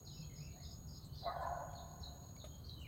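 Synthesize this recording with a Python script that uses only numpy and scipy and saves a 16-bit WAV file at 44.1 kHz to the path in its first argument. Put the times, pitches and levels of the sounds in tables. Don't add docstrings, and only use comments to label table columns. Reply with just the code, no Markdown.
import sys
import numpy as np
from scipy import signal
from scipy.io import wavfile

SR = 44100
rng = np.random.default_rng(int(sys.argv[2]) if len(sys.argv) > 2 else 0)


def attenuation_scalar(level_db):
    decades = np.asarray(level_db, float) / 20
    return 10 ** decades


def to_wav(s):
    ch = np.atleast_2d(s).T
    pcm = np.round(np.clip(ch, -1, 1) * 32767)
    wavfile.write(sys.argv[1], SR, pcm.astype(np.int16))


N = 126567

# first wing stroke t/s, last t/s, strokes per second f/Hz
CRICKET_BURSTS = [
    (-.0062, .9911, 45.12),
    (1.459, 2.5637, 45.26),
]
CRICKET_LEVELS = [-56, -56]
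# t/s, level/dB, brightness f/Hz
GATE_DRAG = [
    (1.207, -71, 2300),
    (1.251, -56, 2300),
    (1.27, -47.5, 2330),
    (1.34, -45, 2100),
    (1.42, -43, 1777),
    (1.5, -46.5, 1733),
    (1.63, -47.5, 1674),
    (1.698, -56.5, 1606),
]
# f/Hz, width/Hz, level/dB
GATE_BARS = [(566, 47, -5), (683.5, 60, 0.5), (824, 122, -3.5), (1034, 97, -5), (1178, 250, -15),
             (1473, 75, -10.5), (1700, 100, -17), (1950, 170, -18)]
# t/s, length/s, from f/Hz, to f/Hz, level/dB
GATE_SQUEALS = [
    (1.25, 0.054, 690, 686, -41),
    (1.41, 0.035, 1030, 1005, -44),
    (1.464, 0.022, 1015, 1005, -48.5),
    (1.27, 0.06, 1240, 1260, -50),
    (1.265, 0.044, 1080, 1110, -46.5),
    (1.295, .03, 710, 760, -50.5),
    (1.258, 0.058, 2080, 1880, -64),
    (1.43, 0.052, 1720, 1690, -62),
    (1.52, 0.078, 1470, 1450, -64),
]
# t/s, peak level/dB, answering bar f/Hz
GATE_JOLTS = [(1.233, -43, 762), (1.255, -36.5, 682), (1.295, -34.5, 775), (1.324, -36.5, 690),
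              (1.343, -40, 1135), (1.367, -36.5, 686), (1.395, -34, 763), (1.43, -32, 1025),
              (1.447, -34.5, 946), (1.466, -40.5, 1006), (1.494, -42, 710), (1.514, -38, 694),
              (1.55, -40.5, 677), (1.562, -38.5, 662), (1.574, -37, 675), (1.606, -36.5, 858),
              (1.629, -43, 623)]
# t/s, length/s, from f/Hz, to f/Hz, level/dB
SPARROW_CHIRPS = [(.045, 0.032, 4910, 4120, -68.5), (.068, 0.015, 4410, 3737, -53),
                  (.11, 0.032, 4170, 3580, -69), (.215, .04, 4350, 4000, -70.5),
                  (.515, 0.031, 4330, 3940, -70), (.61, 0.056, 4640, 3440, -63),
                  (.94, 0.02, 4230, 3900, -74), (1.012, 0.014, 4410, 4290, -67.5),
                  (1.12, 0.07, 4240, 5370, -65), (1.14, 0.035, 3630, 3580, -68.5),
                  (1.15, 0.029, 5170, 4540, -64), (1.172, 0.019, 4377, 3925, -54.5),
                  (1.19, 0.026, 4900, 4410, -59), (1.208, 0.017, 4144, 3835, -55.5),
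                  (1.235, .022, 3643, 4330, -52), (1.745, 0.047, 4520, 3645, -60),
                  (2.028, 0.023, 4167, 3695, -54.5), (2.385, 0.038, 4580, 3407, -63.5),
                  (2.49, 0.036, 4300, 4180, -79), (2.638, 0.0164, 3860, 4980, -63.5),
                  (2.66, .02, 4980, 4160, -65), (2.685, 0.019, 4507, 3736, -58),
                  (2.72, 0.02, 4195, 3630, -65)]
# t/s, number of notes, level/dB
WARBLER_PHRASES = [
    (.048, 1, -71),
    (.105, 3, -64.5),
    (0.352, 3, -65.5),
    (0.621, 1, -66),
    (.662, 2, -63.5),
    (0.869, 3, -65),
]
# t/s, length/s, from f/Hz, to f/Hz,
# level/dB
HIGH_CHIPS = [
    (1.152, 0.017, 5850, 5700, -66.5),
    (1.185, .018, 5200, 5650, -70),
    (2.653, 0.028, 5720, 5640, -70),
    (2, 0.029, 5600, 5300, -74),
    (2.012, 0.0145, 4300, 5000, -72),
]
# t/s, length/s, from f/Hz, to f/Hz, level/dB
WHISTLER_AND_DOVE = [(.1, 0.027, 3450, 3040, -76), (.125, 0.018, 3090, 3000, -69),
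                     (.16, 0.03, 2740, 2580, -72), (.21, 0.026, 2680, 2483, -69),
                     (.22, 0.035, 3100, 3290, -73), (.295, 0.035, 2153, 1970, -67.5),
                     (.295, 0.03, 3070, 2980, -75), (.345, 0.069, 1950, 2356, -74.5),
                     (.39, 0.058, 2380, 2750, -70), (.46, 0.031, 2820, 2210, -67.5),
                     (.5, 0.042, 2700, 3010, -77), (.555, 0.057, 1700, 2090, -73),
                     (.595, 0.04, 2077, 2154, -78), (1.08, 0.076, 3050, 3070, -76),
                     (1.36, 0.058, 3360, 3070, -74.5), (1.69, .025, 3350, 3320, -75.5),
                     (2.07, 0.041, 3200, 2830, -85), (.53, 0.059, 713, 689, -62.5),
                     (.68, 0.036, 710, 650, -65.5)]
# t/s, f/Hz, level/dB
SWOOP_PATH = [(2.48, 3140, -70), (2.51, 3150, -84), (2.527, 3140, -68), (2.57, 3240, -82),
              (2.585, 3200, -90), (2.606, 3190, -77), (2.635, 3130, -90), (2.699, 3270, -73.5),
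              (2.735, 3080, -90), (2.786, 3100, -63), (2.816, 2930, -61), (2.845, 2510, -67.5),
              (2.87, 2150, -65)]
# t/s, length/s, lowest f/Hz, highest f/Hz, level/dB
LEAF_RUSTLES = [
    (0.706, 0.053, 6500, 8400, -83),
    (1.046, 0.023, 6400, 8700, -73),
    (1.408, 0.027, 6400, 8600, -78),
    (2.793, 0.035, 5700, 8470, -77),
    (1.73, 0.0094, 1500, 5500, -77.5),
    (2.363, 0.0052, 2580, 5250, -74.5),
    (2.442, 0.024, 596, 4600, -72.5),
    (2.443, 0.013, 7050, 11600, -76.5),
    (2.455, .015, 496, 800, -66.5),
    (2.465, 0.0088, 8600, 11300, -83),
]
# t/s, f/Hz, time to fade by 60 dB/s, level/dB
TWIG_TICKS = [
    (2.364, 4600, 0.013, -60),
    (2.364, 2260, 0.074, -64),
    (2.364, 9500, .02, -64.5),
    (2.442, 618, .06, -46),
    (2.442, 1253, 0.06, -57.5),
    (2.448, 3460, 0.017, -53),
    (2.445, 2200, 0.013, -71),
]
# f/Hz, width/Hz, level/dB, throb level/dB
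FAR_INSECTS = [(6585, 340, -79.5, -1), (4166, 610, -75.5, 4), (8200, 650, -85, -0.5)]
# t/s, level/dB over its mean
TRAFFIC_SWELL = [(0, 1.5), (.42, 1.5), (.62, 2), (.72, -3.5), (1.3, -2.5), (1.5, 2.5), (2.1, 0.5),
                 (2.28, -5.5), (2.47, 0.5), (2.56, -4.5), (2.7, 3), (2.87, 7)]
# f/Hz, level/dB
AIR_SPECTRUM = [(12, -38), (20, -13), (64, 1), (138, -0.5), (213, -12), (841, -25.5), (1270, -28.5),
                (2070, -45.5), (3400, -40.5), (4420, -98), (7480, -120)]
# f/Hz, level/dB
HISS_SPECTRUM = [(3000, -18.5), (5800, -10.5), (7200, -19.5), (8300, -6.5), (9200, -35), (11000, -9),
                 (13300, 1.5), (16000, 1.5)]


def rms_one(x):
    return x / np.sqrt(np.mean(x ** 2) + 1e-20)


def drift(rate):
    r = np.exp(-80 * np.pi * rate / SR)
    noise = rng.standard_normal(N // 40 + 2002)
    slow = signal.lfilter([1], [1, -2 * r, r * r], noise)[2000:]
    return np.interp(np.arange(N) / 40, np.arange(len(slow)), rms_one(slow))


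def resonate(x, hz, width):
    r = np.exp(-np.pi * width / SR)
    return signal.lfilter([1, 0, -1], [1, -2 * r * np.cos(2 * np.pi * hz / SR), r * r], x) * (1 - r * r) / 2


def resonant_noise(hz, width):
    noise = rng.standard_normal(N)
    return rms_one(resonate(resonate(noise, hz, width), hz, width))


def band(x, low_hz, high_hz):
    sos = signal.butter(2, [low_hz, min(high_hz, .45 * SR)], "band", fs=SR, output="sos")
    return signal.sosfilt(sos, x)


def scatter(x, t60, hold):
    t = np.arange(2 * SR) / SR
    tail = rng.standard_normal(2 * SR) * attenuation_scalar(-60 * np.maximum(t - hold, 0) / t60)
    return signal.fftconvolve(x, tail / np.sqrt(np.sum(tail ** 2)))[:N]


def add(out, s, x):
    i = int(s * SR)
    out[i:i + len(x)] += x[:N - i]


def ping(hz, t60):
    t = np.arange(int(t60 * SR)) / SR
    return np.sin(2 * np.pi * hz * t) * attenuation_scalar(-60 * t / t60)


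def notes(rows, warble_hz):
    out, flutter = np.zeros(N), warble_hz * drift(260)
    for s, length, from_hz, to_hz, db in rows:
        t = np.arange(int(length * SR)) / SR
        glide = from_hz + (to_hz - from_hz) * t / length
        hz = glide + np.roll(flutter, -int(s * SR))[:len(t)]
        shape = np.sin(np.pi * t / length) ** 0.62
        add(out, s, attenuation_scalar(db + 5.5) * shape * np.sin(2 * np.pi * np.cumsum(hz) / SR))
    return out * attenuation_scalar(4 * drift(113) - 2.0)


def cricket():
    wing_hz, rise_hz, swell_db = 6742, 333.3, 11.5
    rise_share, open_share, close_share = .25, 0.16, 0.21
    t, out = np.arange(N) / SR, np.zeros(N)
    for (first, last, rate), db in zip(CRICKET_BURSTS, CRICKET_LEVELS):
        turns = (t - first) * rate
        u = turns % 1
        stroke = np.clip(turns, 0, 60).astype(int)
        spread = rng.standard_normal((61, 2))[stroke]
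        hz = wing_hz + 7 * spread[:, 0] + 6 * drift(3.6) - rise_hz * np.exp(-u / rise_share)
        shape = np.clip(u / open_share, 0, 1) * np.clip((1 - u) / close_share, 0, 1) ** 2.4
        level = attenuation_scalar(db + 6.5 - swell_db * (1.5 - u) + spread[:, 1] + 0.7 * drift(100))
        sounding = (t > first) & (t < last)
        out += level * shape * np.sin(2 * np.pi * np.cumsum(hz) / SR) * sounding
    return out + attenuation_scalar(-8) * scatter(out, 0.36, 0.02)


def gate():
    slips_per_s, slip_jitter, slip_hiss, flicker_db = 52, .12, 3.5, 3
    s, db, bright_hz = np.transpose(GATE_DRAG)
    t = np.arange(N) / SR
    slip_count = np.floor(np.cumsum(slips_per_s * (1 + slip_jitter * drift(10))) / SR)
    slips = np.diff(slip_count, prepend=0)
    drive = rms_one(slips * attenuation_scalar(2.2 * drift(45))) + slip_hiss * rng.standard_normal(N)
    bright = np.interp(t, s, bright_hz)
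    bars = np.zeros(N)
    for k, (hz, width, bar_db) in enumerate(GATE_BARS):
        ring = resonate(resonate(drive, hz, width), hz, 3.04 * width) / np.sqrt(width)
        dulling = 1 + (hz / bright) ** 16
        bars += (-1) ** k * attenuation_scalar(bar_db + flicker_db * drift(12.2)) * ring / dulling
    grind = rms_one(bars) * attenuation_scalar(np.interp(t, s, db, -120, -120) - 2.5)
    rings = notes(GATE_SQUEALS, 21.7) + jolts()
    to_echo = grind + attenuation_scalar(-8.5) * rings
    slope_echo = attenuation_scalar(-23.5) * np.roll(scatter(to_echo, 0.19, .02), int(.7 * SR))
    valley_echo = attenuation_scalar(-5.5) * scatter(to_echo, 1.93, 0.038)
    return grind + rings + slope_echo + valley_echo


def jolts():
    out, cracks = np.zeros(N), np.zeros(N)
    for s, db, hz in GATE_JOLTS:
        add(out, s, attenuation_scalar(db - 6.5) * ping(hz, 0.089))
        cracks[int(s * SR)] = attenuation_scalar(db - 1)
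    return band(out, 420, 1700) + band(band(band(cracks, 630, 1600), 630, 1600), 630, 1600)


def birds():
    note_gap_s, note_s, from_hz, to_hz = .037, 0.0337, 5476, 4610
    trill_rows = [(s + k * note_gap_s, note_s, from_hz, to_hz, db)
                  for s, count, db in WARBLER_PHRASES for k in range(round(count))]
    trill = notes(trill_rows, 164.0) + notes(HIGH_CHIPS, 60.)
    sparrows = notes(SPARROW_CHIRPS, 110)
    whistles = notes(WHISTLER_AND_DOVE, 44.0)
    direct = attenuation_scalar(-3) * sparrows + attenuation_scalar(-5) * trill + attenuation_scalar(-4) * whistles
    flock = sparrows + attenuation_scalar(-2) * whistles
    direct += scatter(trill, 0.18, 0.023) + swoop()
    near_trees = scatter(flock, 0.23, 0.033)
    deep_wood = attenuation_scalar(-8) * scatter(flock, 0.61, 0.097)
    return direct + near_trees + deep_wood


def swoop():
    s, hz, db = np.transpose(SWOOP_PATH)
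    t = np.arange(N) / SR
    level = attenuation_scalar(np.interp(t, s, db, -120) + 1 + 4 * drift(56))
    pitch = np.interp(t, s, hz) + 45 * drift(120)
    tone = level * np.sin(2 * np.pi * np.cumsum(pitch) / SR)
    return tone + attenuation_scalar(1) * scatter(tone, 0.15, 0.045)


def rustles():
    out = np.zeros(N)
    for s, length, low_hz, high_hz, db in LEAF_RUSTLES:
        t = np.arange(int(3 * length * SR)) / SR
        fade = np.minimum(1, np.exp((length - t) / (.35 * length)))
        grain = rng.standard_normal(SR // 2)[:len(t)] * fade
        add(out, s, attenuation_scalar(db) * rms_one(band(band(grain, low_hz, high_hz), low_hz, high_hz)))
    for s, hz, t60, db in TWIG_TICKS:
        add(out, s, attenuation_scalar(db) * ping(hz, t60))
    return out


def insect_chorus():
    out = np.zeros(N)
    for hz, width, db, throb_db in FAR_INSECTS:
        out += attenuation_scalar(db + throb_db * drift(9.0)) * resonant_noise(hz, width)
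    return out


def traffic():
    t = np.arange(N) / SR
    engine = resonant_noise(148.1, 16.2) * attenuation_scalar(-55.5 - 3.5 * t)
    rumble = resonant_noise(70.5, 40) * attenuation_scalar(-58 + np.interp(t, *np.transpose(TRAFFIC_SWELL)))
    return rumble + engine


def coloured(spectrum, patchy_db):
    hz, db = np.transpose(spectrum)
    white, out = rng.standard_normal((2, N)), 0
    edges = 20 * 2 ** np.arange(0, 10, 1 / 4)
    for k, (low, high) in enumerate(zip(edges, edges[1:])):
        level = np.interp(np.log(low * high) / 2, np.log(hz), db, -90, -90)
        out = out + attenuation_scalar(level + patchy_db * drift(6.7)) * band(white[k % 2], low, high)
    return rms_one(out)


def air_and_hiss():
    air = attenuation_scalar(-55) * coloured(AIR_SPECTRUM, patchy_db=1.5)
    hiss = attenuation_scalar(-72.5) * coloured(HISS_SPECTRUM, patchy_db=0.3)
    return air + hiss


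def scene():
    floor = air_and_hiss()
    insects = cricket() + insect_chorus()
    return (insects + traffic() + birds() + gate() + rustles() + floor)[None]


def band_limit(x):
    return signal.sosfilt(signal.butter(12, 15900, fs=SR, output="sos"), x)


def record(dry):
    return band_limit(dry)


dry = scene()
out = record(dry)
to_wav(out)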